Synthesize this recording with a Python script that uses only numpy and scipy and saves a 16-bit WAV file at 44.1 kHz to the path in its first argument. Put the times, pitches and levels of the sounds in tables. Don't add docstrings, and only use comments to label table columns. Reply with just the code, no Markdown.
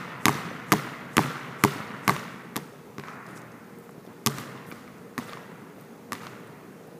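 import sys
import numpy as np
from scipy import signal
from scipy.fft import rfft, irfft, next_fast_len
from scipy.io import wavfile
from scipy.ndimage import uniform_filter1d

SR = 44100
rng = np.random.default_rng(int(sys.argv[2]) if len(sys.argv) > 2 else 0)


def generate_wav(sig):
    pcm = np.round(np.clip(np.atleast_2d(sig).T, -1, 1) * 32767).astype(np.int16)
    wavfile.write(sys.argv[1], SR, pcm)


def ratio(d):
    e = np.asarray(d, float) / 20
    return 10 ** e


N = 308254
T = np.arange(SR // 5) / SR

# start in seconds, thump level in dB,
# then slap, crackle and ring in dB over the thump.
DRIBBLES = [(0.2561, -10, 3, 0.5, -4), (0.2824, -10, 3.5, -6, -1), (0.7203, -9.5, 7, -3.5, -2),
            (0.7261, -9, -2, -6, -13), (1.1690, -11, 1, -2.5, -6), (1.1810, -7.5, 10.5, -17, -12),
            (1.6378, -9.5, -10, -6.5, -25), (1.6387, -8.5, 7.5, -2.5, -5.5), (2.0788, -12, 2, -2, 1.5),
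            (2.0947, -15.5, 5, -3, 7), (2.5591, -24.5, 5, -4, -1), (2.5651, -21.5, 3, 3.5, -9),
            (2.983, -24, 0, -15.5, -12), (2.9979, -34, 12, -13, -22)]
# pitch in Hz, level in dB, time to fall 60 dB in seconds.
SHELL = [(1170, 0, .022), (2050, -7, .016), (1550, -10, .02), (3900, -20, .012)]


def unit(x):
    return x / np.sqrt(np.mean(x ** 2) + 1e-20)


def along(points, hz):
    f, v = np.transpose(points)
    return np.interp(np.log(hz + 1), np.log(f + 1), v)


def filtered(x, response):
    m = next_fast_len(len(x) + 4096)
    hz = np.fft.rfftfreq(m, 1 / SR)
    return irfft(rfft(x, m) * response(hz), m)[:len(x)]


def band(centre_hz, width_hz):
    return lambda f: 1j * f * width_hz / (centre_hz ** 2 - f * f + 1j * f * width_hz)


def add(track, s, sound):
    i = round(s * SR)
    start = max(i, 0)
    part = sound[max(-i, 0):][:len(track) - start]
    track[start:][:len(part)] += part


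def ring(modes, spread):
    out = np.zeros(len(T))
    for hz, db, t60 in modes:
        level_change_db = 1.5 * rng.standard_normal()
        pitch_change = spread * rng.standard_normal()
        decay = ratio(db + level_change_db - 60 * T / t60)
        out += decay * np.sin(2 * np.pi * hz * (1 + pitch_change) * T)
    return out


def fans():
    # frequency in Hz, level in dB per Hz.
    air_colour = [(18, -64), (30, -46.0), (163, -1.5), (228, -1.0), (312, -7), (472, -7.5), (524, -10.5),
                  (754, -15), (815, -15.0), (1970, -26.5), (2490, -27.5), (4310, -33.5), (5880, -35.5),
                  (15000, -38)][:-1]
    # frequency in Hz, size in dB.
    gusts = [(100, 1.5), (1000, 1.8), (3000, .8)]
    # pitch in Hz, level in dB, width in Hz.
    hum = [(175, -64, 4.6), (402.5, -59.5, 7), (469, -58.5, 1.25)]
    whine = [(5880, -89, 80), (6550, -80, 120)]
    hz, _, z = signal.stft(rng.standard_normal(N + 1024), SR, nperseg=1024)
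    patches = uniform_filter1d(rng.standard_normal(z.shape), 8, 0)
    patches = unit(uniform_filter1d(patches, 8, 1))
    gusty = z * ratio(along(gusts, hz)[:, None] * patches)
    air = signal.istft(gusty, nperseg=1024)[1][:N]
    out = ratio(-47) * unit(filtered(air, lambda f: ratio(along(air_colour, f))))
    for pitch_hz, db, width_hz in hum + whine:
        out += ratio(db) * unit(filtered(rng.standard_normal(N), band(pitch_hz, width_hz)))
    return out


def tail(build_ms, near_db, treble_db, bass_db):
    # frequency in Hz, time to fall 60 dB in seconds.
    ringing = [(100, 3.6), (400, 2.57), (1200, 3.07), (2000, 3.35), (4000, 1.32), (8000, 0.87),
               (15000, 0.68)]
    # frequency in Hz, level in dB per Hz.
    answer = [(60, -33), (125, 2.5), (230, -2.5), (400, -7), (520, -9), (800, -11.5), (1000, -8.5),
              (1300, -6.5), (1600, -11), (2000, -11), (2350, -15.5), (2750, -15.5), (5000, -26),
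              (13000, -31.5)]
    hz, t, z = signal.stft(rng.standard_normal(2 * SR), SR, nperseg=256)
    patches = unit(uniform_filter1d(rng.standard_normal(z.shape), 14, 0))
    grains = ratio(3.2 * np.exp(-t / .6) * patches)
    decay = ratio(-60 * t / along(ringing, hz)[:, None])
    build_up = 1 - np.exp(-1000 * t / build_ms)
    late = decay * build_up * np.cos(np.pi * t / 4)
    near = ratio(near_db - 60 * t / 0.36) * np.clip(t / .012, 0, 1)
    noise = signal.istft(z * grains * (late + near), SR, nperseg=256)[1]
    tilt = [(500, bass_db), (1000, 0), (2500, 0), (5000, treble_db)]
    panels = unit(uniform_filter1d(rng.standard_normal(SR // 10), size=3))

    def colour(f):
        sheets_db = 2.32 * panels[(f / 5).astype(int) % len(panels)]
        return ratio(along(answer, f) + along(tilt, f) + 13.4 + sheets_db)

    return filtered(noise, colour)


def hall():
    # start in seconds, level in dB.
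    near_blows = [
        (-.21, -28),
        (.265, -30),
        (.725, -34),
        (1.175, -33),
        (1.642, -36),
        (2.085, -37),
    ]
    # start in seconds, level in dB, treble in dB.
    far_blows = [
        (2.563, -47, 7),
        (2.99, -46, -3),
        (4.268, -39.5, 8),
        (5.182, -42.5, 4.5),
        (6.125, -43, 4),
    ]
    # start in seconds, level in dB, treble in dB, bass in dB.
    soft_knocks = [
        (3.045, -37, -56, -11),
        (3.26, -46, 0, 4.5),
        (4.05, -52, -3, 4),
        (4.71, -49.5, 9, -20),
        (5.78, -56.5, 6, 4),
    ]
    # time in seconds, level in dB.
    fade = [
        (0, -1),
        (2.1, 6.5),
        (2.5, 2),
        (2.9, -12),
        (3.2, -37.5),
    ]
    first, second = np.zeros(N), np.zeros(N)
    far_build_ms, far_near_db, far_bass_db = 24, 1.2, -1.5
    for s, db in near_blows:
        add(first, s, ratio(db) * tail(18.5, -2.5, treble_db=4, bass_db=-3))
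    for s, db, treble_db in far_blows:
        add(second, s, ratio(db) * tail(far_build_ms, far_near_db, treble_db, far_bass_db))
    for s, db, treble_db in far_blows[2:]:
        add(second, s + .085, ratio(db) * tail(far_build_ms, far_near_db, treble_db - 2.5, far_bass_db))
    for s, db, treble_db, bass_db in soft_knocks:
        add(second, s, ratio(db) * tail(far_build_ms, far_near_db - 7, treble_db, bass_db))
    fade_db = np.interp(np.arange(N) / SR, *np.transpose(fade))
    return first * ratio(fade_db) + second


def rub(hz, rough_db):
    roughness = np.repeat(rng.standard_normal(len(T) // 60), 60)
    grains = rng.standard_normal(len(T)) * ratio(rough_db * roughness)
    return unit(filtered(grains, lambda f: band(hz, .9 * hz)(f) ** 2))


def brush(hz, length_ms):
    swell = np.sin(np.pi * np.clip(T * 1000 / length_ms, 0, 1) ** 0.77)
    return rub(hz, rough_db=-3.5) * swell


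def palms():
    out = np.zeros(N)
    for s, *_ in DRIBBLES[:10:2]:
        add(out, s - 0.06, ratio(-54.5) * brush(7700, length_ms=150))
    return out


def crackle(t60):
    # frequency in Hz, level in dB.
    pebbles = [(300, -13), (1500, -5), (2800, 3.5), (4200, 3), (7000, 1), (9000, -6), (11500, 1),
               (13500, -1.5), (15500, -31)]
    noise = filtered(rng.standard_normal(len(T)), lambda f: ratio(along(pebbles, f)))
    return ratio(-60 * T / t60) * unit(noise)


def slap(width_ms, rebound):
    u = (T[:64] - T[16]) * 1000 / width_ms
    return -np.exp(-u ** 2) + rebound * np.exp(-((u - 3.5) / 1.4) ** 2)


def balls():
    rebounds = [
        (4.263, -15, 12.5, 2.5, -8),
        (4.2710, -16, -2, 2.5, -3),
        (5.1796, -25, 9, -2.5, 7),
        (5.187, -20, -5, -16, -7),
        (6.1216, -25, 7, -1.5, 5.5),
        (6.131, -27.5, 0, 3, 5),
    ]
    # pitch in Hz, level in dB, time to fall 60 dB
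    # in seconds.
    near_boards = [(222.3, -4, 0.077), (143.6, -8.5, 0.22), (308, -5.5, 0.073), (402.4, -11, 0.14)]
    far_boards = [(247, 2, 0.064), (152, -15, 0.17), (340, -11, 0.041)]
    far_shell = [(1145, -4.5, 0.02), (1800, -5, 0.012), (4500, -17, 0.0096)]
    peeling = [(933, 2, 0.0094), (1730, -0.5, 0.0039), (765, -12, 0.019)]
    contact_s, jolt_s = .0103, 0.033
    out, jolts = np.zeros(N), np.zeros(N)
    swell = 1 - np.exp(-T / .001)
    for s, thump_db, slap_over_db, crackle_over_db, ring_over_db in DRIBBLES + rebounds:
        slap_db = thump_db + slap_over_db
        crackle_db = thump_db + crackle_over_db
        ring_db = thump_db + ring_over_db
        lift_db = thump_db + (1 if s < 2.9 else -5.5)
        shell = SHELL if s < 5 else far_shell
        boards = near_boards if s < 5 else far_boards
        add(jolts, s, ratio(thump_db - 46) * np.sin(2 * np.pi * np.clip(T / jolt_s, 0, 1)))
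        air_slap = slap(.028, .7) if 4 < s < 5 else slap(.07, .4)
        add(out, s - T[16], ratio(slap_db) * air_slap)
        add(out, s - .0002, ratio(crackle_db + 3) * crackle(t60=.006))
        add(out, s, ratio(crackle_db - 18) * crackle(t60=0.039))
        add(out, s + .0001, ratio(ring_db + 2) * ring(shell, .025) + ratio(thump_db - 4) * ring(boards, .05))
        spring = ratio(lift_db + 4) * swell * ring(peeling, .04)
        add(out, s + contact_s, spring + ratio(lift_db - 12) * ring(boards, .05))
        add(out, s + contact_s, ratio((crackle_db + lift_db) / 2 - 13) * crackle(t60=0.012))

    def no_deep_bass(f):
        u = f / 108
        return ((1j * u) ** 2 / (1 + 1.3j * u - u ** 2)) ** 2

    return filtered(out, no_deep_bass) + jolts


def clicks(rows, ring_db, modes):
    out = np.zeros(N)
    envelope = ratio(-60 * T / 0.0063) * (1 - np.exp(-T / 0.00017))
    for s, db, bright_hz in rows:
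        burst = envelope * rng.standard_normal(len(T))
        peak = band(bright_hz, 1.3 * bright_hz)
        click = filtered(burst, lambda f: peak(f) ** 2 / (1 + 1j * f / (1.5 * bright_hz)) ** 2)
        click = click / np.abs(click).max()
        add(out, s, ratio(db) * (click + ratio(ring_db) * ring(modes, spread=0.056)))
    return out


def footsteps():
    # start in seconds, peak in dB, brightness in Hz.
    steps = [(.353, -24, 350), (.513, -25.5, 400), (3.892, -34.5, 1000), (3.979, -34, 294),
             (4.05, -36, 800), (4.075, -34, 347), (4.656, -46, 910), (4.687, -36, 300), (4.724, -28.5, 295),
             (5.222, -36, 400), (5.783, -36, 600), (6.117, -35, 500)]
    return clicks(steps, ring_db=-20, modes=SHELL)


def walls():
    # start in seconds, peak in dB, brightness in Hz.
    echoes = [(1.223, -28, 3540), (1.2348, -18, 1960), (1.752, -43, 1210), (1.798, -42.5, 1284),
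              (2.1642, -22, 2605), (3.037, -28, 2400), (3.084, -31.5, 1800), (3.189, -41, 1560),
              (4.282, -30, 5500), (4.297, -31, 3500), (4.3839, -25, 2200), (4.3841, -26, 8000),
              (5.211, -43, 2600), (5.2935, -35, 3000), (5.326, -33, 1700), (5.3324, -27, 2600),
              (5.372, -31.5, 1500), (6.142, -40, 4500), (6.152, -31, 2700), (6.234, -38, 1800),
              (6.25, -36, 1300), (6.2683, -28.5, 3200)]
    return clicks(echoes, ring_db=-5.5, modes=SHELL)


def shoes():
    # start in seconds, level in dB, centre in Hz, length in ms.
    slides = [
        (3.02, -59.5, 4500, 170),
        (3.28, -62, 9000, 71),
        (3.345, -54, 7500, 63),
        (3.82, -64, 12500, 60),
        (4.395, -46.5, 12100, 27),
        (4.661, -54, 11500, 59),
        (5.77, -65, 12000, 70),
    ]
    # start in seconds, peak in dB, centre in Hz.
    scuffs = [(3.266, -45, 5870), (3.2844, -45, 9600), (3.373, -38, 4740), (3.4177, -49, 6070),
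              (3.5187, -46, 5510), (3.7854, -48, 11800), (3.7976, -38.5, 12800), (3.8921, -47, 10700),
              (3.9094, -48, 9080), (4.049, -49, 12200), (4.0644, -44, 3870), (4.663, -53, 4200),
              (4.7054, -36, 13900), (4.9826, -50, 6100), (5.8094, -49, 14000), (6.17, -47, 10500),
              (6.25, -47, 8500), (6.401, -52, 10000), (6.4717, -41, 9000), (6.8723, -47, 12400)]
    out = np.zeros(N)
    for s, db, hz, length_ms in slides:
        add(out, s, ratio(db) * brush(hz, length_ms))
    u = T * 1000 / 8.8
    for s, db, hz in scuffs:
        add(out, s - .001, ratio(db - 1) * rub(hz, rough_db=8) * 7 * u * np.exp(-5 * u))
    return out


def catches():
    # start in seconds, peak in dB, brightness in Hz.
    smacks = [
        (4.715, -31.5, 2300),
        (4.7225, -36.5, 5030),
        (4.877, -43, 2200),
    ]
    # pitch in Hz, level in dB, time to fall 60 dB in seconds.
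    held = [(1330, -0.5, 0.024), (2300, -3, .025), (4200, -16, .012)]
    return clicks(smacks, ring_db=0, modes=held)


def scene():
    action = palms() + balls() + footsteps() + walls() + shoes() + catches()
    return (fans() + hall() + action)[None]


def band_limit(x):
    return signal.sosfilt(signal.butter(12, 16500, fs=SR, output="sos"), x)


def record(dry):
    # centre in Hz, width in Hz, added share.
    capsule = [(3036, 1050, -0.28), (6230, 1900, 0.12), (9300, 7400, -0.089), (11200, 1100, 0.015)]
    housing = lambda f: 1 + sum(share * band(hz, width_hz)(f) for hz, width_hz, share in capsule)
    coloured = filtered(dry[0], housing)
    rounded = coloured / (1 + np.abs(coloured / .97) ** 8) ** (1 / 8)
    top_cut = lambda f: np.where(f < 15300, 1, ratio(-34))
    mix = filtered(rounded, top_cut)[None]
    return band_limit(mix)


dry = scene()
out = record(dry)
generate_wav(out)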